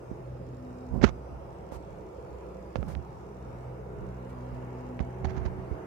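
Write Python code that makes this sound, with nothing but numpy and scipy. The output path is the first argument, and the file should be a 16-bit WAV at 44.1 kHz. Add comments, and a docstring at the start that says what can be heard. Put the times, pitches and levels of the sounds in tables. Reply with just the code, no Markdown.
"""Distant helicopter, fumbled camera

A helicopter drones past far behind trees: a stack of rotor tones that fade in and out over a dull roar of noise.
Fingers bump, tap and scrape the hand-held camera next to its right microphone: short blows ring the case, and
grainy noise makes the scrapes. Noise strokes brush the left microphone, and a small drive ticks in pairs.
Under it lies a hiss of leaves and microphone noise, with two thin whines and a faint squeak on the left."""
import sys
import numpy as np
from scipy import signal
from scipy.fft import rfft, irfft, next_fast_len
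from scipy.io import wavfile
from scipy.ndimage import uniform_filter1d, map_coordinates

SR = 44100
rng = np.random.default_rng(int(sys.argv[2]) if len(sys.argv) > 2 else 0)


def digitize_waveform(pressure):
    """Quantize a signal to 16-bit integers and store it at the path in sys.argv[1].

    Rows of a 2-D input are taken as channels; values are limited to [-1, 1].
    """
    field = np.atleast_2d(pressure).T
    bounded = np.clip(field, -1, 1)
    quanta = np.round(bounded * 32767).astype(np.int16)
    wavfile.write(sys.argv[1], SR, quanta)


N = 258426

# Likeness of the two channels of a noise bed. Each row: frequency in Hz, correlation from 0 to 1.
CHANNEL_LIKENESS = [(60, 0.43), (130, 1), (290, 1), (500, 0.55), (800, 0.18), (1400, 0), (3000, 0)]

# Colour of the hiss. Each row: frequency in Hz, relative left level in dB, relative right level in dB.
HISS_COLOUR = [(1500, -9, 18), (2640, -2.5, 8.5), (4630, 4.5, 0.5), (5600, 4, 3.5), (7200, 0.5, -2.5),
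               (8750, 0, -16), (10900, -5.5, -31), (14100, -17, -8), (15000, -24, -12), (15700, -28, -19)]
# Thin tones on the left. Each row: frequency in Hz, time of the level change in seconds,
# peak level before in dB, peak level after in dB.
WHINES = [(5023, 1.8, -77.5, -84.5), (13227, 2.15, -103, -88)]
SQUEAK_MIDDLE_S, SQUEAK_HALF_S, SQUEAK_PEAK_DB = 4.185, .03, -79
SQUEAK_START_HZ, SQUEAK_SAG = 13900, 190000  # the sag is in Hz per second squared

# Spells of drive ticking. Each row: first tick in seconds, number of tick pairs.
DRIVE_SPELLS = [(.467, 8), (1.507, 27), (3.987, 16)]
# Resonances of a tick, passed through twice. Each row: centre in Hz, width in Hz, gain per pass in dB.
TICK_MODES = [(4300, 1200, -3), (5700, 700, 0), (7000, 1200, -2), (14000, 3000, -10)]

# Ringing modes of the camera case. Each row: centre in Hz, width in Hz, relative gain in dB.
CASE_MODES = [(197, 155, 20), (395, 84, 3), (520, 92, 3), (740, 150, 1), (1270, 140, -9.5),
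              (2250, 890, -4.5), (4430, 5100, -2.5)]
# Swing of the whole camera in the hand. The one row: centre in Hz, width in Hz.
HAND_SWING = (62.7, 21)
# Taps and bumps. Each row: start in seconds, push 1 or pull -1, knock peak in dB, contact decay in ms,
# boom peak in dB, frequency in Hz that the spot struck favours.
KNOCK_EVENTS = [(0.1136, -1, -22.5, 0.25, -27.5, 210), (1.015, -1, -21.5, 0.087, -42, 2100),
                (1.0278, -1, -22, 0.067, -19, 400), (1.031, -1, -15, 0.25, -22, 210),
                (1.0381, -1, 1.5, 0.26, -14, 260), (1.0419, -1, -0.5, 0.043, -33, 1260),
                (1.044, -1, -7, 0.049, -12, 1290), (1.0445, 1, -7.5, 0.39, -19, 386),
                (1.05, -1, -15.5, 0.53, -10, 210), (1.722, 1, -22, 0.15, -45, 516),
                (2.7574, 1, -12, 0.05, -48, 561), (2.774, -1, -39, 0.73, -22.5, 210),
                (2.788, 1, -31, 0.59, -19, 209.1), (2.829, 1, -20.5, 0.079, -41, 1330),
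                (2.9518, 1, -23, 0.072, -40, 4500), (4.993, -1, -21.5, 0.066, -47, 2060),
                (5.004, -1, -18.5, 0.46, -17, 210), (5.243, 1, -41, 0.27, -22, 209.9),
                (5.249, 1, -19.5, .13, -41, 712), (5.2534, -1, -20, 0.12, -42, 715),
                (5.374, -1, -45, 0.51, -21.5, 210), (5.456, -1, -52, 0.38, -16, 210),
                (5.711, -1, -57, 0.48, -19, 210.6)]
# The mode nearest the struck spot rings more, those below it less.
SPOT_DB, BELOW_DB_PER_OCTAVE = 17, 3.5

# Grip shifts at the right microphone. Each row: start in seconds, length in seconds, level in dB.
GRIP_SHIFTS = [(.9, .16, -27.5), (1.28, 0.065, -38), (1.735, 0.02, -40), (2.75, 0.23, -33.5),
               (3.95, 0.12, -41.5), (4.5, .06, -40.5), (5.2, 0.38, -32.5)]
# Colour of the grip rumble. Each row: frequency in Hz, relative level in dB.
GRIP_COLOUR = [(20, -44), (36, -6), (48, 2), (65, 6.5), (110, -7), (200, -9), (400, -23), (900, -31),
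               (3000, -74)]
STILL_HAND_DB, SHIFT_EDGE_S = -60.5, 0.026
# Finger scrapes at the right microphone. Each row: start in seconds, length in seconds, body level in dB,
# treble level over the body in dB.
FINGER_SCRAPES = [(1.016, 0.013, -33, -9), (1.029, 0.014, -24, -7.5), (1.045, 0.0049, -21, -13.5),
                  (1.045, 0.0493, -30, -13.5), (1.1, 0.011, -52, -15), (1.715, 0.051, -41.5, -37),
                  (2.757, 0.0052, -30.5, -11), (2.878, 0.044, -39.5, -28), (5, 0.0091, -30.5, -20.5),
                  (5.244, 0.012, -33, -8), (5.265, 0.22, -40.5, -21), (5.293, 0.016, -49, -3.5),
                  (5.363, 0.019, -41.5, -13.5), (5.452, 0.011, -38.5, -10.5)]
# Colour of a scrape's body. Each row: frequency in Hz, relative level in dB.
RASP_COLOUR = [(100, 7), (350, -1), (520, -9), (700, -1.5), (900, -5.5), (1150, -7.5), (1400, -11.5),
               (2200, -20.5), (4000, -53)]
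# Colour of a scrape's treble. Each row: frequency in Hz, relative level in dB.
GRIT_COLOUR = [(900, -4.5), (1500, 11), (2400, 5), (4000, -2.5), (6500, -4), (8500, -26.5), (12000, -32),
               (15700, -35)]
# Brushes past the left microphone. Each row: start in seconds, length in seconds, level in dB.
LEFT_BRUSHES = [(1.715, 0.047, -56), (2.755, 0.15, -70), (2.878, .055, -58), (4.29, .015, -63),
                (4.543, 0.0083, -67)]
# Colour of a brush. Each row: frequency in Hz, relative level in dB.
BRUSH_COLOUR = [(300, -8), (1500, -2), (6000, -5.5), (12000, -11), (15700, -17)]
# Leak of handling noise through the air to the left. Each row: frequency in Hz, gain in dB.
AIR_LEAK = [(100, -37), (1000, -33), (6000, -25), (12000, -14.5)]

# The rotor on its way past. Each row: time in seconds, pitch in Hz, level of the fundamental in dB,
# level of its octave in dB, swell of the 280-450 Hz band in dB.
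ROTOR_PATH = [(0, 62.15, -82, -49, 0), (.3, 63, -50, -42, -4), (.75, 62.55, -51, -48, -3),
              (1.25, 62.95, -44.5, -52, -2), (1.75, 63.23, -51, -67, -1), (2.05, 63.8, -54.5, -72, 1.5),
              (2.3, 63.4, -48.5, -56, 0), (2.55, 63.2, -45, -68, 2.5), (2.85, 63.1, -54, -52.5, -1),
              (3.3, 62.98, -50.5, -52, -1), (3.6, 62.57, -46, -44, 0.5), (4, 62.57, -47, -46, 3),
              (4.3, 62.6, -47.5, -42, -1), (5, 62.36, -46, -46, -0.5), (5.25, 62.43, -53, -41.5, 3.5),
              (5.5, 62.12, -50, -43, 2.5), (5.86, 62, -57, -51.5, 3.5)]
# Higher rotor tones. Each row: multiple of the pitch, base level at the start in dB, gain in dB per second,
# depth of slow fading in dB, dB per dB of fading of the fundamental (odd multiples) or octave (even ones),
# dB per dB of swell.
HIGHER_TONES = [(3, -57, 1.5, 4, 0.72, 1), (4, -60.5, 0, 9, 0.74, 0), (6, -69, 2.5, 3.67, 0.19, 2.5)]
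FADES_PER_S = 3
CLEAR_DB = -43  # fundamental and octave when nothing fades them
# Colour of the low roar. Each row: frequency in Hz, relative left level in dB, relative right level in dB.
RUMBLE_COLOUR = [(20, -11, 0), (38, -14, -9), (54.8, 3.5, 7), (96.5, 0, 1.5), (151.6, 1.5, 0),
                 (258, -11.5, -12), (308, -4, -3.5), (350, -1, -2), (403, -2.5, -1), (526, -10, 2),
                 (582, -7, -4), (710, -53, -57)]
# Colour of the upper roar. Each row: frequency in Hz, relative left level in dB, relative right level in dB.
BODY_COLOUR = [(494, -32, -50), (604, -19, 3), (648, 4.5, 8), (709, 2, 0.5), (990, 0, 1.5),
               (1008, -3.5, -4), (1406, -8, -7), (1490, -15.5, -13), (1670, -13, -24), (2150, -22, -17),
               (2790, -24, -20), (3180, -30.5, -32), (4500, -41, -74)]
RUMBLE_DB, SWELL_BAND_DB = -50.5, -50  # outside the swelling band; inside it before the swell
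BODY_START_DB, BODY_GAIN_DB_PER_S = -53.5, 0.6636

TOP_HZ = 15700  # band limit of the camera


def amp(db):
    """Gain of a level in dB."""
    return 10 ** (np.asarray(db) / 20)


def unit(x):
    """x at rms 1."""
    return x / np.sqrt(np.mean(x ** 2) + 1e-20)


def along(points, hz):
    """The columns of (Hz, value, ..) rows, read on a log frequency axis."""
    f, *columns = np.transpose(points)
    return np.array([np.interp(np.log(hz + 1), np.log(f + 1), c) for c in columns])


def curves(rows):
    """One value per sample for each column after the time."""
    s, *columns = np.transpose(rows)
    return [np.interp(np.arange(N) / SR, s, c) for c in columns]


def wobble(rate):
    """A smooth random curve with rate knots a second."""
    knots = rng.standard_normal(int(N * rate / SR) + 4)
    return map_coordinates(knots, [np.arange(N) * rate / SR])


def filtered(x, response):
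    """x shaped by a complex response of frequency."""
    m = next_fast_len(x.shape[-1] + 8192)
    spectrum = rfft(x, m) * response(np.fft.rfftfreq(m, 1 / SR))
    return irfft(spectrum, m)[..., :x.shape[-1]]


def modes(rows):
    """Causal response of a bank of (Hz, width, dB) resonances."""
    return lambda f: sum(amp(db) * 1j * f * w / (c * c - f * f + 1j * f * w) for c, w, db in rows)


def noise(colour):
    """One channel of coloured noise at rms 1."""
    return unit(filtered(rng.standard_normal(N), lambda hz: amp(along(colour, hz)[0])))


def gain_field(shape, bins, frames):
    """Random gains over frequency and time, smoothed across bins and frames, at rms 1."""
    across = uniform_filter1d(rng.standard_normal(shape), bins, axis=0)
    return unit(uniform_filter1d(across, frames, axis=1))


def rush(colour, band, patchy_db, drift_db):
    """Stereo noise with quick patches and slowly drifting bands of gain; the left has rms 1 inside band."""
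    z = signal.stft(rng.standard_normal((2, N)), nperseg=1024)[2]
    patches_db = patchy_db * gain_field(z.shape[1:], 6, 7)
    bands_db = drift_db * gain_field(z.shape[1:], 2, 45)
    pair = signal.istft(z * amp(patches_db + bands_db), nperseg=1024)[1][:, :N]

    def mid_side(hz):
        # this angle gives mid + side and mid - side the wanted correlation
        angle = np.arccos(np.clip(along(CHANNEL_LIKENESS, hz)[0], -1, 1)) / 2
        return np.array([np.cos(angle), np.sin(angle)])

    mid, side = filtered(pair, mid_side)
    both = filtered(np.array([mid + side, mid - side]), lambda hz: amp(along(colour, hz)))
    in_band = filtered(both[0], lambda hz: (hz > band[0]) & (hz < band[1]))
    return both / np.std(in_band)


def bursts(rows, edge):
    """Gain curve of (start, length, dB) strokes with a ramp up and an exponential tail."""
    t = np.arange(N) / SR
    gain = 0
    for s, length, db in rows:
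        rise = np.clip((t - s) / edge, 0, 1)
        tail = np.exp(-np.clip(t - s - length, 0, None) / edge / 2)
        gain = gain + amp(db) * rise * tail
    return gain


def hiss():
    """Leaves and microphone noise as drifting noise, with thin sine whines and a falling squeak on the left."""
    t = np.arange(N) / SR
    whine = 0
    for hz, change_s, before_db, after_db in WHINES:
        change = np.clip((t - change_s) / .3 + .5, 0, 1)
        level_db = before_db + (after_db - before_db) * change + 1.5 * wobble(6)
        whine = whine + amp(level_db) * np.sin(2 * np.pi * hz * t + .4 * wobble(20))
    # the squeak's pitch falls ever faster from 4.13 s, then holds from 4.25 s
    squeak_hz = SQUEAK_START_HZ - SQUEAK_SAG * np.clip(t - 4.13, 0, .12) ** 2
    squeak_gain = amp(SQUEAK_PEAK_DB) * np.exp(-((t - SQUEAK_MIDDLE_S) / SQUEAK_HALF_S) ** 2)
    squeak = squeak_gain * np.sin(2 * np.pi * np.cumsum(squeak_hz) / SR)
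    level_db = -73.0 + .6 * wobble(5)
    bed = amp(level_db) * rush(HISS_COLOUR, (3000, 15000), patchy_db=2.5, drift_db=3.0)
    return bed + (whine + squeak) * [[1], [0]]


def drive():
    """A click through resonances and its return 23 ms later, every 80 ms, close to the right microphone."""
    starts = np.concatenate([s + .08 * np.arange(pairs) for s, pairs in DRIVE_SPELLS])
    times = np.concatenate([starts, starts + .0228])
    kicks = np.zeros(N)
    kicks[np.round(times * SR).astype(int)] = amp(1.0 * rng.standard_normal(len(times)))
    ticks = unit(filtered(kicks, lambda f: modes(TICK_MODES)(f) ** 2))
    return amp(-78.5) * ticks * [[0], [1]]


def knocks():
    """A longer contact is a duller blow; each rings the case, most near its spot, and swings the camera."""
    out, t = np.zeros(N + SR), np.arange(SR // 5) / SR
    for s, way, knock_db, contact_ms, boom_db, spot_hz in KNOCK_EVENTS:
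        blow = t ** 3 * np.exp(-1000 * t / max(contact_ms, .01))
        case = []
        for hz, width, db in CASE_MODES:
            spot_db = SPOT_DB * np.exp(-(np.log(hz / spot_hz) / .18) ** 2)
            below_db = BELOW_DB_PER_OCTAVE * np.clip(np.log2(spot_hz / hz), 0, 2)
            case.append((hz, width, db + spot_db - below_db))
        knock = filtered(blow, modes(case))
        boom = filtered(blow, modes([(*HAND_SWING, 0)]))
        hit = amp(knock_db) * knock / abs(knock).max() + amp(boom_db) * boom / abs(boom).max()
        out[round(s * SR):][:len(t)] += np.sign(way) * hit
    return out[:N]


def fingers():
    """Grip rumble, knocks and grainy scrapes on the right leak faintly through the air to the brushed left."""
    grip_gain = amp(STILL_HAND_DB) + bursts(GRIP_SHIFTS, edge=SHIFT_EDGE_S)
    grip = grip_gain * amp(1.7 * wobble(25)) * noise(GRIP_COLOUR)
    rasp_rows = [(s, length, db) for s, length, db, _ in FINGER_SCRAPES]
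    grit_rows = [(s, length, db + treble_db) for s, length, db, treble_db in FINGER_SCRAPES]
    rasp = bursts(rasp_rows, edge=0.0013) * noise(RASP_COLOUR)
    grit = bursts(grit_rows, edge=0.0023) * noise(GRIT_COLOUR)
    grain = amp(2.2 * wobble(300))
    right = grip + (rasp + grit) * grain + knocks()
    leak = filtered(right, lambda hz: amp(along(AIR_LEAK, hz)[0]))
    brushes = bursts(LEFT_BRUSHES, edge=0.005) * noise(BRUSH_COLOUR)
    return np.array([leak + brushes, right])


def rotor_tones(hz, first_db, octave_db, swell_db):
    """Multiples of the rotor pitch twinkle in moving air: level and phase wander, phase more on high multiples."""
    t = np.arange(N) / SR
    levels = [(1, first_db), (2, octave_db)]
    for k, start_db, per_s, fade_depth_db, follow, swell_share in HIGHER_TONES:
        parent_db = first_db if k % 2 else octave_db
        slow_db = start_db + per_s * t + fade_depth_db * wobble(FADES_PER_S)
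        levels.append((k, slow_db + follow * (parent_db - CLEAR_DB) + swell_share * swell_db))
    phase = 2 * np.pi * np.cumsum(hz) / SR
    tones = 0
    for k, db in levels:
        gain = np.sqrt(2) * amp(db + 1.5 * wobble(12))  # the root makes it an rms level
        tones = tones + gain * np.cos(k * phase + .03 * k * k * wobble(14))
    return tones


def roar(swell_db):
    """Low and upper noise come in drifting patches; the band at 280-450 Hz swells and sinks by itself."""
    t = np.arange(N) / SR
    rumble = rush(RUMBLE_COLOUR, (300, 460), patchy_db=1.1, drift_db=1.3)
    outside = filtered(rumble, lambda f: (f < 280) | (f > 450))
    low = amp(RUMBLE_DB) * outside + amp(SWELL_BAND_DB + swell_db) * (rumble - outside)
    body_db = BODY_START_DB + BODY_GAIN_DB_PER_S * t + 0.47 * wobble(4.74)
    body = amp(body_db) * rush(BODY_COLOUR, (600, 3000), patchy_db=1.1, drift_db=1.2)
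    clear = np.clip((t - 2.5) / 2, 0, 1)  # clear of the trees the roar turns brighter
    return low + body + .5 * clear * filtered(body, lambda f: (f > 1450) * (f < 2300))


def helicopter():
    """Rotor tones and roar reach the left microphone 13 samples before the right."""
    hz, first_db, octave_db, swell_db = curves(ROTOR_PATH)
    tones = rotor_tones(hz, first_db, octave_db, swell_db)
    left, right = tones * amp([[0], [-.6]]) + roar(swell_db)
    return np.array([left, np.pad(right, (13, 0), mode="edge")[:N]])


def scene():
    """All sources at the two microphones."""
    return hiss() + drive() + fingers() + helicopter()


def record(dry):
    """The camera cuts the deep bass, rounds off the highest peaks and keeps nothing above its band limit."""
    x = filtered(dry, lambda hz: (1j * hz / (26 + 1j * hz)) ** 3)
    x = x / (1 + abs(x / .95) ** 6) ** (1 / 6)
    return filtered(x, lambda hz: hz < TOP_HZ)


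dry = scene()
out = record(dry)
digitize_waveform(out)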